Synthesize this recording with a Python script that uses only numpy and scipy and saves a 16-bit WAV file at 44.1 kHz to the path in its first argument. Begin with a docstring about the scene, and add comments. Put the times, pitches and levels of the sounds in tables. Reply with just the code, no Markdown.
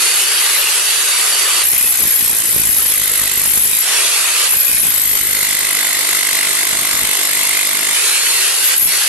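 """An electric demolition hammer works on a concrete slab in a yard, a few metres away.
At first it runs free at 65 blows a second: the fan rushes and whines, loose parts rattle. Pressed down
at 1.6 s, it slows to 50; the chisel cracks and rings, the slab thuds, and dull thumps come and go. It is
lifted at 3.8 s and pressed again at 4.5 s; the tip wedges deep, its ring is damped and the gears groan
on each compression stroke. Pulled free at 7.9 s, it speeds up and touches the slab once more."""
import sys
import numpy as np
from scipy import signal
from scipy.fft import rfft, irfft, next_fast_len
from scipy.io import wavfile
from scipy.ndimage import uniform_filter1d, minimum_filter1d, map_coordinates

SR = 44100
rng = np.random.default_rng(int(sys.argv[2]) if len(sys.argv) > 2 else 0)


def store_pcm(level_fs):
    """Save levels as 16-bit WAV."""
    pcm = np.round(np.clip(level_fs, -1, 1) * 32767).astype(np.int16)
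    wavfile.write(sys.argv[1], SR, np.atleast_2d(pcm).T)


N = 400428

# short, dull low thumps, mostly on one side: start_s, level_db, left_minus_right_db
THUMPS = [(1.735, -22, 6), (1.844, -22, 6), (2.035, -19, 6), (2.053, -15, 0), (2.074, -21, 4),
          (2.224, -22, 6), (2.304, -20, 6), (2.544, -21, 9), (2.562, -11.5, 7), (2.692, -18, 6),
          (4.565, -22, 0), (4.73, -22, 3), (4.746, -22, 3), (4.834, -17, 6), (4.853, -18, 1),
          (4.885, -22, 8), (6.73, -22, -8), (6.761, -24, -12), (6.821, -24, -12), (6.943, -21, -12),
          (6.962, -25, -15), (7.022, -23, -15), (7.041, -20, -13), (8.826, -22, 4), (8.856, -19, 6)]


def amp(db):
    """The decibel law: 20 dB is a tenfold amplitude."""
    return 10 ** (np.asarray(db) / 20)


def unit(x):
    """Normalisation to an rms of 1."""
    return x / np.sqrt(np.mean(x ** 2) + 1e-20)


def panned(pan_db):
    """Level panning: left and right gains that differ by pan_db."""
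    return amp(np.array([[.5], [-.5]]) * pan_db)


def along(points, hz):
    """Interpolation of (frequency_hz, value) points on a logarithmic frequency axis."""
    f, v = np.transpose(points)
    return np.interp(np.log(hz + 1), np.log(f + 1), v)


def curves(rows):
    """Linear interpolation in time: one value per sample for each column after time_s."""
    s, *cols = np.transpose(rows)
    return [np.interp(np.arange(N) / SR, s, c) for c in cols]


def wobble(rate):
    """Smooth random modulation: a spline through rate Gaussian knots a second."""
    return map_coordinates(rng.standard_normal(int(N * rate / SR) + 4), [np.arange(N) * rate / SR])


def swell(centre_s, half_length_s):
    """A Gaussian envelope."""
    return np.exp(-((np.arange(N) / SR - centre_s) / half_length_s) ** 2)


def held(start_s, attack_s, end_s, release_s):
    """An envelope with linear attack, sustain at 1 and exponential decay."""
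    t = np.arange(N) / SR
    return np.clip((t - start_s) / attack_s, 0, 1) * np.exp(-np.maximum(t - end_s, 0) / release_s)


def filtered(x, response):
    """Linear filtering: the spectrum of x times a complex frequency response."""
    m = next_fast_len(N + SR // 2)
    return irfft(rfft(x, m) * response(np.fft.rfftfreq(m, 1 / SR)), m)[..., :N]


def coloured(x, spectrum):
    """Spectral shaping of x by a smooth envelope, at rms 1."""
    return unit(filtered(x, lambda hz: amp(along(spectrum, hz))))


def rung(x, modes):
    """Modal superposition: x drives damped resonators in parallel; the sum has rms 1."""
    def response(f):
        return sum(amp(db) * 1j * f * width / (pitch * pitch - f * f + 1j * f * width)
                   for pitch, width, db in modes)
    return unit(filtered(x, response))


def shifted(x, hz):
    """Single-sideband modulation moves all partials of x by the same curve in Hz."""
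    analytic = signal.hilbert(x, next_fast_len(N))[:, :N]
    return (analytic * np.exp(2j * np.pi * np.cumsum(hz) / SR)).real


def noise(alike=1):
    """Partly coherent white noise at two microphone ports; alike scales their correlation."""
    # likeness of left and right: frequency_hz, correlation
    likeness = [(50, 0), (150, 1), (300, 0.7), (1000, 0.22), (2500, 0.35), (5000, 0.08), (11000, -0.018)]

    def mid_side_gains(hz):
        angle = np.arccos(np.clip(alike * along(likeness, hz), -1, 1)) / 2
        return np.array([np.cos(angle), np.sin(angle)])
    mid, side = filtered(rng.standard_normal((2, N)), mid_side_gains)
    return np.array([mid + side, mid - side])


def buzz(turns, repeat_db, alike=1):
    """Periodicity gives pitch: part of this noise repeats on every crank turn."""
    size = 840
    phases = rng.uniform(0, 2 * np.pi, size // 2) + 1.33 * rng.standard_normal((2, size // 2))
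    cycles = unit(irfft(np.exp(1j * phases), size))  # equally strong harmonics
    periodic = np.array([map_coordinates(port, [turns % 1 * size], mode="grid-wrap") for port in cycles])
    return unit(noise(alike) + amp(repeat_db) * periodic)


def strokes(turns, lead, rise, fall, scatter_db):
    """A pulse train: one burst of random strength per crank turn; lead, rise and fall are in turns."""
    count, age = np.divmod(turns + lead + 1, 1)
    strength = amp(scatter_db * rng.standard_normal(1024))[count.astype(int)]
    return unit(strength * (1 - np.exp(-age / rise)) * np.exp(-age / fall) * (1 - age ** 4))


def clatter(x, depth_db):
    """Shifting contacts: loose parts touch in ever new places, so narrow bands swell and fade."""
    bands = signal.stft(x, nperseg=1024)[2]
    field = uniform_filter1d(rng.standard_normal(bands.shape[1:]), size=4, axis=0)
    field = unit(uniform_filter1d(field, size=5, axis=1))
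    return unit(signal.istft(bands * amp(depth_db * field), nperseg=1024)[1][:, :N])


def handling():
    """Coupling of tip and slab: how firmly it touches and how deeply it is wedged, both 0-1."""
    # the tip is pressed on the slab: start_s, lifted_s
    presses = [(1.622, 3.82), (4.47, 7.91), (8.74, 8.87)]
    # the tip sinks in and wedges: start_s, sink_s, freed_s, depth (0-1)
    jams = [(2.85, 0.18, 3.36, 0.5), (4.78, 1, 7.92, 0.89)]
    seat_s, lift_s, unjam_s = 0.03, 0.032, 0.078
    graze = 0.13  # contact left while the tool hangs free
    pressed = sum(held(start, seat_s, end, lift_s) for start, end in presses)
    wedged = sum(depth * held(start, sink, end, unjam_s) for start, sink, end, depth in jams)
    return np.clip([graze + (1 - graze) * pressed, wedged], 0, 1)


def gear_tones(turns):
    """Rotational orders: armature and gears sound at fixed multiples of the crank speed."""
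    # armature and gear tones: cycles_per_turn
    orders = [5.86, 7, 19, 40, 42, 44]
    # their relative strengths: level_db
    levels = [-21.5, -23, -22, -10.5, -15, -6]
    tones = np.zeros((2, N))
    for order, db in zip(orders, levels):
        drift = .8 * np.array([wobble(14), wobble(14)]) + .7 * wobble(60)
        tones += amp(db - 4 + 2.2 * wobble(14)) * np.sin(2 * np.pi * order * turns + drift)
    return tones


def fan_whine(turns, free, wedged):
    """The fan's tone is a high order of the crank speed, modulated at random in phase and level."""
    # whine while the tip is free: time_s, level_db
    whine_levels = [(0, -5), (.1, -1.5), (.16, -5), (.3, -5), (.4, -1), (.5, -11), (.68, -12), (.85, -7),
                    (.97, -3), (1.05, -13), (1.15, -3.5), (1.26, -8), (1.35, -2.5), (1.6, -2), (3.9, -18),
                    (4.07, -13), (4.14, -5), (4.48, -10), (8.0, -11), (8.08, -1), (8.45, -5), (8.54, -10),
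                    (8.68, -5), (8.91, 4), (9.08, -8)]
    fan_order = 70.4
    drift = 0.5 * np.array([wobble(25), wobble(25)]) + .55 * wobble(110)
    flicker = amp(2 * wobble(60))
    level = amp(curves(whine_levels)[0]) * free ** 1.14 + amp(-11.5) * wedged
    return level * flicker * np.sin(2 * np.pi * fan_order * turns + drift)


def motor(turns, contact, wedged, load):
    """Broadband fan noise surges with the loaded crank; rattles excite resonances while the tip is free."""
    # rush of the fan's air: frequency_hz, density_db
    air_spectrum = [(30, -20.5), (230, -34), (300, -16.5), (390, -9.5), (750, -9.5), (1150, -4.5),
                    (2000, 1), (3500, 1), (4700, -0.5), (6200, -1.5), (8500, 2), (11000, 1), (11800, 0),
                    (16000, -7.5)]
    # the chisel loose in its holder: pitch_hz, width_hz, level_db
    loose_modes = [(469, 18, -3), (2630, 32, -9), (2860, 30, -7), (6640, 77, 4), (10600, 92, -1.5),
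                   (10430, 130, 10.5)]
    # resonance of the casing: pitch_hz, width_hz, level_db
    casing_modes = [(1170, 270, 0)]
    # rattle of the casing: time_s, level_db
    casing_levels = [(0, -11), (.28, -21), (.45, -7.5), (.7, -13), (.9, -26), (1.15, -12.5), (1.58, -8.5),
                     (3.9, -14.5), (4.35, -14), (8, -15), (9.08, -23)]
    level_db = -19 - 6.5 * contact + 5 * wedged ** 2 * contact + 1.5 * load * (0.5 - contact)
    level = amp(level_db + 0.33 * wobble(12))
    free = (1 - contact) ** 2
    rattle = amp(0.55 * wobble(260) + 0.56 * wobble(30))
    surge_db = 0.74 * load * np.cos(2 * np.pi * (turns + .11))  # peaks just before the blow
    air = coloured(buzz(turns, repeat_db=-9, alike=1.52) * rattle, air_spectrum)
    air = amp(4.5 - 0.76 * wedged + surge_db) * clatter(air, depth_db=2.5)
    jingle = amp(-4.5) * clatter(rung(noise(alike=2.3) * rattle, loose_modes), depth_db=3.5)
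    casing = rung(buzz(turns, repeat_db=-2.5, alike=1.9) * rattle, casing_modes)
    casing *= amp(curves(casing_levels)[0])
    mechanism = gear_tones(turns) + jingle + casing
    return level * (air + fan_whine(turns, free, wedged) + free * mechanism)


def gear_strain(turns, wedged):
    """Cyclic loading: the gears knock, groan and grind each time the piston compresses the air."""
    # load on the gears: time_s, level_db, groan_cycles_per_turn
    strain = [(3.2, -4.5, 39.8), (4.9, 2.5, 39.5), (5.15, 1, 40), (5.35, 0.5, 40.7), (6.35, 0.5, 41),
              (6.7, -2, 41.2), (7.4, -3, 41.6), (7.57, 2, 41.7), (7.72, -2, 41.7), (7.86, -1, 41.4),
              (7.98, -8, 38.5)]
    # grinding teeth: pitch_hz, width_hz, level_db
    tooth_modes = [(1880, 170, 4), (2200, 160, -3), (2770, 140, -1.5), (3730, 130, 1), (4200, 75, 4.5),
                   (5150, 120, -13)]
    # gear case, knocked as the load is taken up: pitch_hz, width_hz, level_db
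    case_modes = [(259, 19, -5), (323, 42, -2), (677, 67, -0.5), (997, 84, -2)]
    lead_turns, half_length_turns = .13, 0.12  # the compression peak, ahead of the blow
    strain_db, mesh_order = curves(strain)
    stroke = (turns + lead_turns + .5) % 1 - .5
    squeeze = unit(np.exp(-(stroke / half_length_turns) ** 2) * amp(1.3 * wobble(50)))
    # the groan starts afresh on every stroke, never at quite the same pitch
    mesh_phase = 2 * np.pi * (mesh_order + .15 * wobble(30)) * stroke
    mesh_phase = mesh_phase + .3 * np.array([wobble(100), wobble(100)])
    groan = unit(squeeze * (np.sin(mesh_phase) + 0.42 * np.sin(2 * mesh_phase)))
    grind = rung(buzz(turns, repeat_db=3, alike=.6) * squeeze ** 0.67, tooth_modes)
    teeth = amp(-26) * wedged ** 0.69 * groan + amp(-29) * wedged ** 0.54 * grind
    take_up = strokes(turns + .011 * wobble(40), lead=.34, rise=.004, fall=.005, scatter_db=2)
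    growl = amp(-40.5 + 1.5 * wobble(6)) * wedged ** 2 * rung(take_up, case_modes)
    return amp(strain_db) * teeth + growl


def housing_knock(turns, contact, wedged):
    """Reaction force: the recoil of each blow excites the modes of the housing."""
    # housing under load: pitch_hz, width_hz, level_db
    modes = [(317, 61, -4.5), (475, 41, -5), (694, 70, -2), (900, 26, -12), (1130, 170, 6), (1420, 170, -1)]
    recoil = strokes(turns, lead=0.042, rise=0.072, fall=0.081, scatter_db=0.5)
    jolt = strokes(turns + .005 * wobble(40), lead=.02, rise=.004, fall=.005, scatter_db=1.8)
    knock = amp(-35) * rung(buzz(turns, repeat_db=-2) * recoil, modes) + amp(-34) * rung(jolt, modes)
    return (0.65 * wedged ** 2 + 0.16 * contact) * knock


def metallic_tones(turns):
    """Narrow-band noise pulsed by the crank: brief, rough metallic tones, running free or pressed."""
    # tones, mostly near 2.5 kHz: centre_s, half_length_s, pitch_hz, level_db
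    tones = [(.2, 0.065, 2550, -30), (0.561, .018, 1990, -24), (0.666, 0.025, 2710, -21.5),
             (.65, .05, 2860, -27.5), (1.632, 0.039, 2880, -27), (1.817, 0.085, 2570, -29.5),
             (3.74, .04, 3800, -25.5), (3.74, 0.037, 2490, -28), (4.27, 0.15, 2565, -28),
             (4.7, 0.081, 2490, -28), (7.572, 0.052, 2460, -29), (8.14, 0.079, 2540, -26.5),
             (8.432, .05, 2540, -31), (8.935, .02, 2000, -28)]
    t = np.arange(N) / SR
    pulses = strokes(turns, lead=0.095, rise=0.062, fall=0.45, scatter_db=2)
    in_phase, quadrature = wobble(260), wobble(260)
    ring = np.zeros(N)
    for centre_s, half_length_s, hz, db in tones:
        rough_band = in_phase * np.cos(2 * np.pi * hz * t) + quadrature * np.sin(2 * np.pi * hz * t)
        ring += amp(db) * swell(centre_s, half_length_s) * rough_band
    return pulses * ring


def thumps():
    """Transients: each short, dull thump is one pressure pulse with a brief, decaying puff of noise."""
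    # the puff: frequency_hz, density_db
    puff_spectrum = [(25, 0), (80, 3), (260, -18), (600, -2), (2000, -21), (9000, -21)]
    pulse_s, puff_t60_s = 0.00075, 0.044
    out = np.zeros((2, N + SR))
    t = np.arange(SR // 8) / SR
    age = t / pulse_s
    pulse = age * (2 - age) * np.exp(-age)
    decay = amp(-12 - 60 * t / puff_t60_s)
    puff_noise = coloured(noise(alike=0.11), puff_spectrum)
    for start_s, db, pan_db in THUMPS:
        i = round(start_s * SR)
        puff = decay * puff_noise.take(i + np.arange(len(t)), axis=1, mode="wrap")
        out[:, i:i + len(t)] += amp(db) * panned(pan_db) * (pulse + puff)
    return out[:, :N]


def thud_level(contact, wedged, load):
    """Energy transfer to the slab grows with load and drops as the tip slips or wedges."""
    # the tip slips: centre_s, half_length_s, change_db
    slips = [(1.96, .03, -7), (2.15, .04, -9), (2.4, .05, -9), (3.78, .08, -7)]
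    slip_db = sum(db * swell(s, length) for s, length, db in slips)
    level_db = -56.5 + contact * (6 + 13.5 * load) - 21 * wedged ** 3 + slip_db
    # the low rumble also swells around each thump
    swell_power = sum((amp(db - 24) * panned(pan_db)) ** 2 * swell(s, half_length_s=0.04)
                      for s, db, pan_db in THUMPS)
    return np.sqrt(amp(level_db) ** 2 + swell_power)


def slab(turns, contact, wedged, load):
    """Forced vibration: every blow pushes the slab down once, and loosened concrete shudders with it."""
    # shudder and thud of the slab: frequency_hz, density_db
    shudder_spectrum = [(20, -23), (50, -4), (100, -3), (250, -2.5), (500, -6), (1200, -38), (4000, -80)]
    thud_spectrum = [(20, -9), (50, -0.5), (100, -1.5), (180, -5), (280, 5), (700, -12), (3000, -48)]
    push = strokes(turns, lead=0.099, rise=0.041, fall=0.074, scatter_db=1.5)
    thud = amp(-3.5) * contact * coloured(np.mean(push) - push, thud_spectrum)
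    shudder = coloured(noise(alike=0.15) * (push + 1), shudder_spectrum)
    return thud_level(contact, wedged, load) * (thud + amp(-1.5 - 3.7 * np.sqrt(wedged)) * shudder)


def tip_bounce(turns, contact, wedged):
    """Rebound: until it is wedged, the tip dances on the stone with an uneven, scraping rattle."""
    # stone and steel knocking together: pitch_hz, width_hz, level_db
    stone_modes = [(976, 190, -4), (2030, 170, 1.5), (2470, 110, -0.5), (3760, 260, -3), (5000, 300, -3)]
    bounces = strokes(turns + .05 * wobble(40), lead=.1, rise=.03, fall=.1, scatter_db=2.5)
    return amp(-32.5) * contact * (1 - wedged) * rung(noise(alike=0.5) * bounces, stone_modes)


def chisel_ring(turns, blows, scrape, contact, wedged, load):
    """Modal ringing and damping: struck steel rings long while free, briefly in the slab's grip."""
    # modes of the free shank: pitch_hz, width_hz, level_db
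    shank_modes = [(2400, 99, -24), (7770, 54, -22), (10780, 71, -6), (10890, 59, 7.5), (11200, 200, -2)]
    # modes of the tip: pitch_hz, width_hz, level_db
    tip_modes = [(11740, 51, 9.5), (11840, 100, -1)]
    # modes of the wedged chisel: pitch_hz, width_hz, level_db
    wedged_modes = [(11815, 450, 4), (11360, 520, -6)]
    # a gripped tip stiffens the bar and raises its modes: time_s, shank_shift_hz
    stiffening = [(1.5, 0), (1.72, -90.5), (2.35, 60), (2.7, 40), (3.05, 200.5), (3.33, 209), (3.52, -110),
                  (3.8, 0.5), (4.55, 29.5), (4.82, -40.5), (5.1, 210), (5.6, 550.5), (7.9, 551.5),
                  (8.05, 0.5)]
    # harder or softer stone makes the ring flare or drop: centre_s, half_length_s, tip_db, shank_db
    flares = [(.17, .03, -4, 8), (0.598, 0.039, 20, 7), (.69, .05, 7, -8), (1.695, 0.025, 2, -2),
              (1.908, 0.024, 4, 6), (2.07, 0.045, 4, 2), (2.428, 0.015, -4, -10), (2.546, 0.092, 3, 0),
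              (3.085, 0.18, 1, 8.5), (3.425, 0.039, 2, 2), (3.593, 0.088, 4, 5), (4.595, 0.072, 6, 1),
              (4.828, 0.055, 1.5, 9), (5.08, 0.088, 2, 3), (5.25, 0.34, 5, -9), (8.668, 0.036, 21, 7),
              (8.848, 0.034, 4, 2)]
    drive = strokes(turns, lead=.16, rise=.08, fall=.35, scatter_db=1.5) + .45
    shift_hz = curves(stiffening)[0] + 35 * wobble(16)
    shank = shifted(rung(buzz(turns, repeat_db=-5.5, alike=.5) * drive, shank_modes), shift_hz)
    tip = shifted(rung(buzz(turns, repeat_db=-7, alike=1.1) * drive, tip_modes), 0.27 * shift_hz)
    damped = rung(buzz(turns, repeat_db=-6) * (blows + .7 * scrape + 0.15), wedged_modes)
    tip_db, shank_db = sum(np.outer(gains_db, swell(s, length)) for s, length, *gains_db in flares)
    free = amp(shank_db - 1) * shank + amp(tip_db + 1) * (0.27 + 0.65 * contact) * tip
    grip = wedged ** 0.55  # share of the ring that the slab cuts short
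    ring = np.sqrt(1 - grip) * free + amp(3.5 + .5 * tip_db) * np.sqrt(grip) * damped
    # loudest on bare stone; lifted with the crank still slow, the steel is barely struck
    level_db = -26 + 7.5 * contact - 9 * wedged - 13 * load * (1 - contact)
    waver_db = 1.5 * wobble(16)  # from one spot of stone to the next
    return amp(level_db + waver_db) * ring


def chisel(turns, contact, wedged, load):
    """Impact excitation: each blow crushes grit, rings the steel and, once wedged, cracks sharply."""
    # crack of the striker on the wedged chisel: frequency_hz, density_db
    crack_spectrum = [(200, -28), (800, -19.5), (1150, -3), (1600, -3.5), (2200, 4), (3200, -5), (4200, 3),
                      (5600, -19), (7300, 8), (12000, 5), (16000, -14)]
    # grit crushed under the tip: frequency_hz, density_db
    grit_spectrum = [(100, -10), (400, -4.5), (900, -13), (2000, -34), (4000, -6), (5700, -3), (7500, 5.5),
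                     (10000, 7), (12000, -0.5), (16000, -30)]
    blows = strokes(turns, lead=.08, rise=.07, fall=.1, scatter_db=1.2)
    scrape = strokes(turns, lead=.3, rise=.25, fall=.2, scatter_db=1.2)
    strike = strokes(turns, lead=.055, rise=.012, fall=.055, scatter_db=1.4)
    crack = amp(-24.5) * wedged * coloured(buzz(turns, repeat_db=-1) * strike, crack_spectrum)
    grit = coloured(buzz(turns, repeat_db=-4, alike=0.91) * (blows + scrape + 1.5), grit_spectrum)
    grit = amp(-22.5 - 2 * wedged) * contact * clatter(grit, depth_db=4.5)
    return crack + grit + chisel_ring(turns, blows, scrape, contact, wedged, load)


def scene():
    """Superposition: one crank, slowing under load, times the tool; sound reaches the right port first."""
    # crank speed, one blow a turn: time_s, speed_hz
    crank_speed = [(0, 62.5), (.3, 64.3), (.45, 64.8), (.62, 64.2), (.8, 64.95), (.96, 65.25),
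                   (1.61, 65.22), (2.38, 55.76), (2.54, 56.47), (2.8, 51.96), (3.17, 49.93), (3.63, 50.41),
                   (3.98, 59.79), (4.23, 63.17), (4.57, 64.31), (5.03, 51.38), (5.5, 49.93), (6.9, 49.91),
                   (7.9, 50.17), (8.13, 59.6), (8.4, 63.5), (8.73, 64.89), (8.9, 63), (9.08, 64.4)]
    # arrival delay at the left port, set by where the tool is: time_s, lag_samples
    left_lag = [(0, 1.1), (1.7, 0.58), (3.5, 1.56), (4.8, 2.5), (5.7, 2.7), (7.8, 3.2), (9.08, 1.8)]
    free_hz, loaded_hz = 65, 50
    speed_hz = curves(crank_speed)[0]
    turns = np.cumsum(speed_hz) / SR
    load = np.clip((free_hz - speed_hz) / (free_hz - loaded_hz), 0, 1)
    contact, wedged = handling()
    tool = motor(turns, contact, wedged, load) + gear_strain(turns, wedged)
    tool += housing_knock(turns, contact, wedged) + chisel(turns, contact, wedged, load)
    tool += metallic_tones(turns) + tip_bounce(turns, contact, wedged)
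    left, right = tool + slab(turns, contact, wedged, load) + thumps()
    left = map_coordinates(left, [np.arange(N) - curves(left_lag)[0]], order=5, mode="nearest")
    return np.array([left, right])


def limited(x, ceiling):
    """Peak limiting: one fast, smoothed gain turns both channels down around the highest peaks."""
    gain = np.minimum(1, ceiling / (np.abs(x).max(axis=0) + 1e-9))
    return x * uniform_filter1d(minimum_filter1d(gain, size=260), size=260)


def record(dry):
    """Filtering and limiting: left and right differ in colour, the top treble is cut, peaks are held."""
    # imbalance of the ports: frequency_hz, left_minus_right_db
    imbalance = [(50, 3.5), (150, 6), (300, 2.5), (1000, 1.5), (2000, .3), (5500, -.3), (7500, -2.8),
                 (9800, -2.3), (10800, .5), (11500, 2), (11950, 6.5), (12300, 4)]
    # steep treble cut above 12 kHz, with a faint hiss near 15 kHz: frequency_hz, gain_db
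    treble_cut = [(12020, 2.5), (12200, -47), (12800, -41), (14400, -10), (15000, -8.5), (15800, -34)]
    cutoff_hz = 15983
    shaped = filtered(dry, lambda hz: panned(along(imbalance, hz)) * amp(along(treble_cut, hz)))
    return filtered(limited(shaped, ceiling=0.89), lambda hz: hz < cutoff_hz)


dry = scene()
out = record(dry)
store_pcm(out)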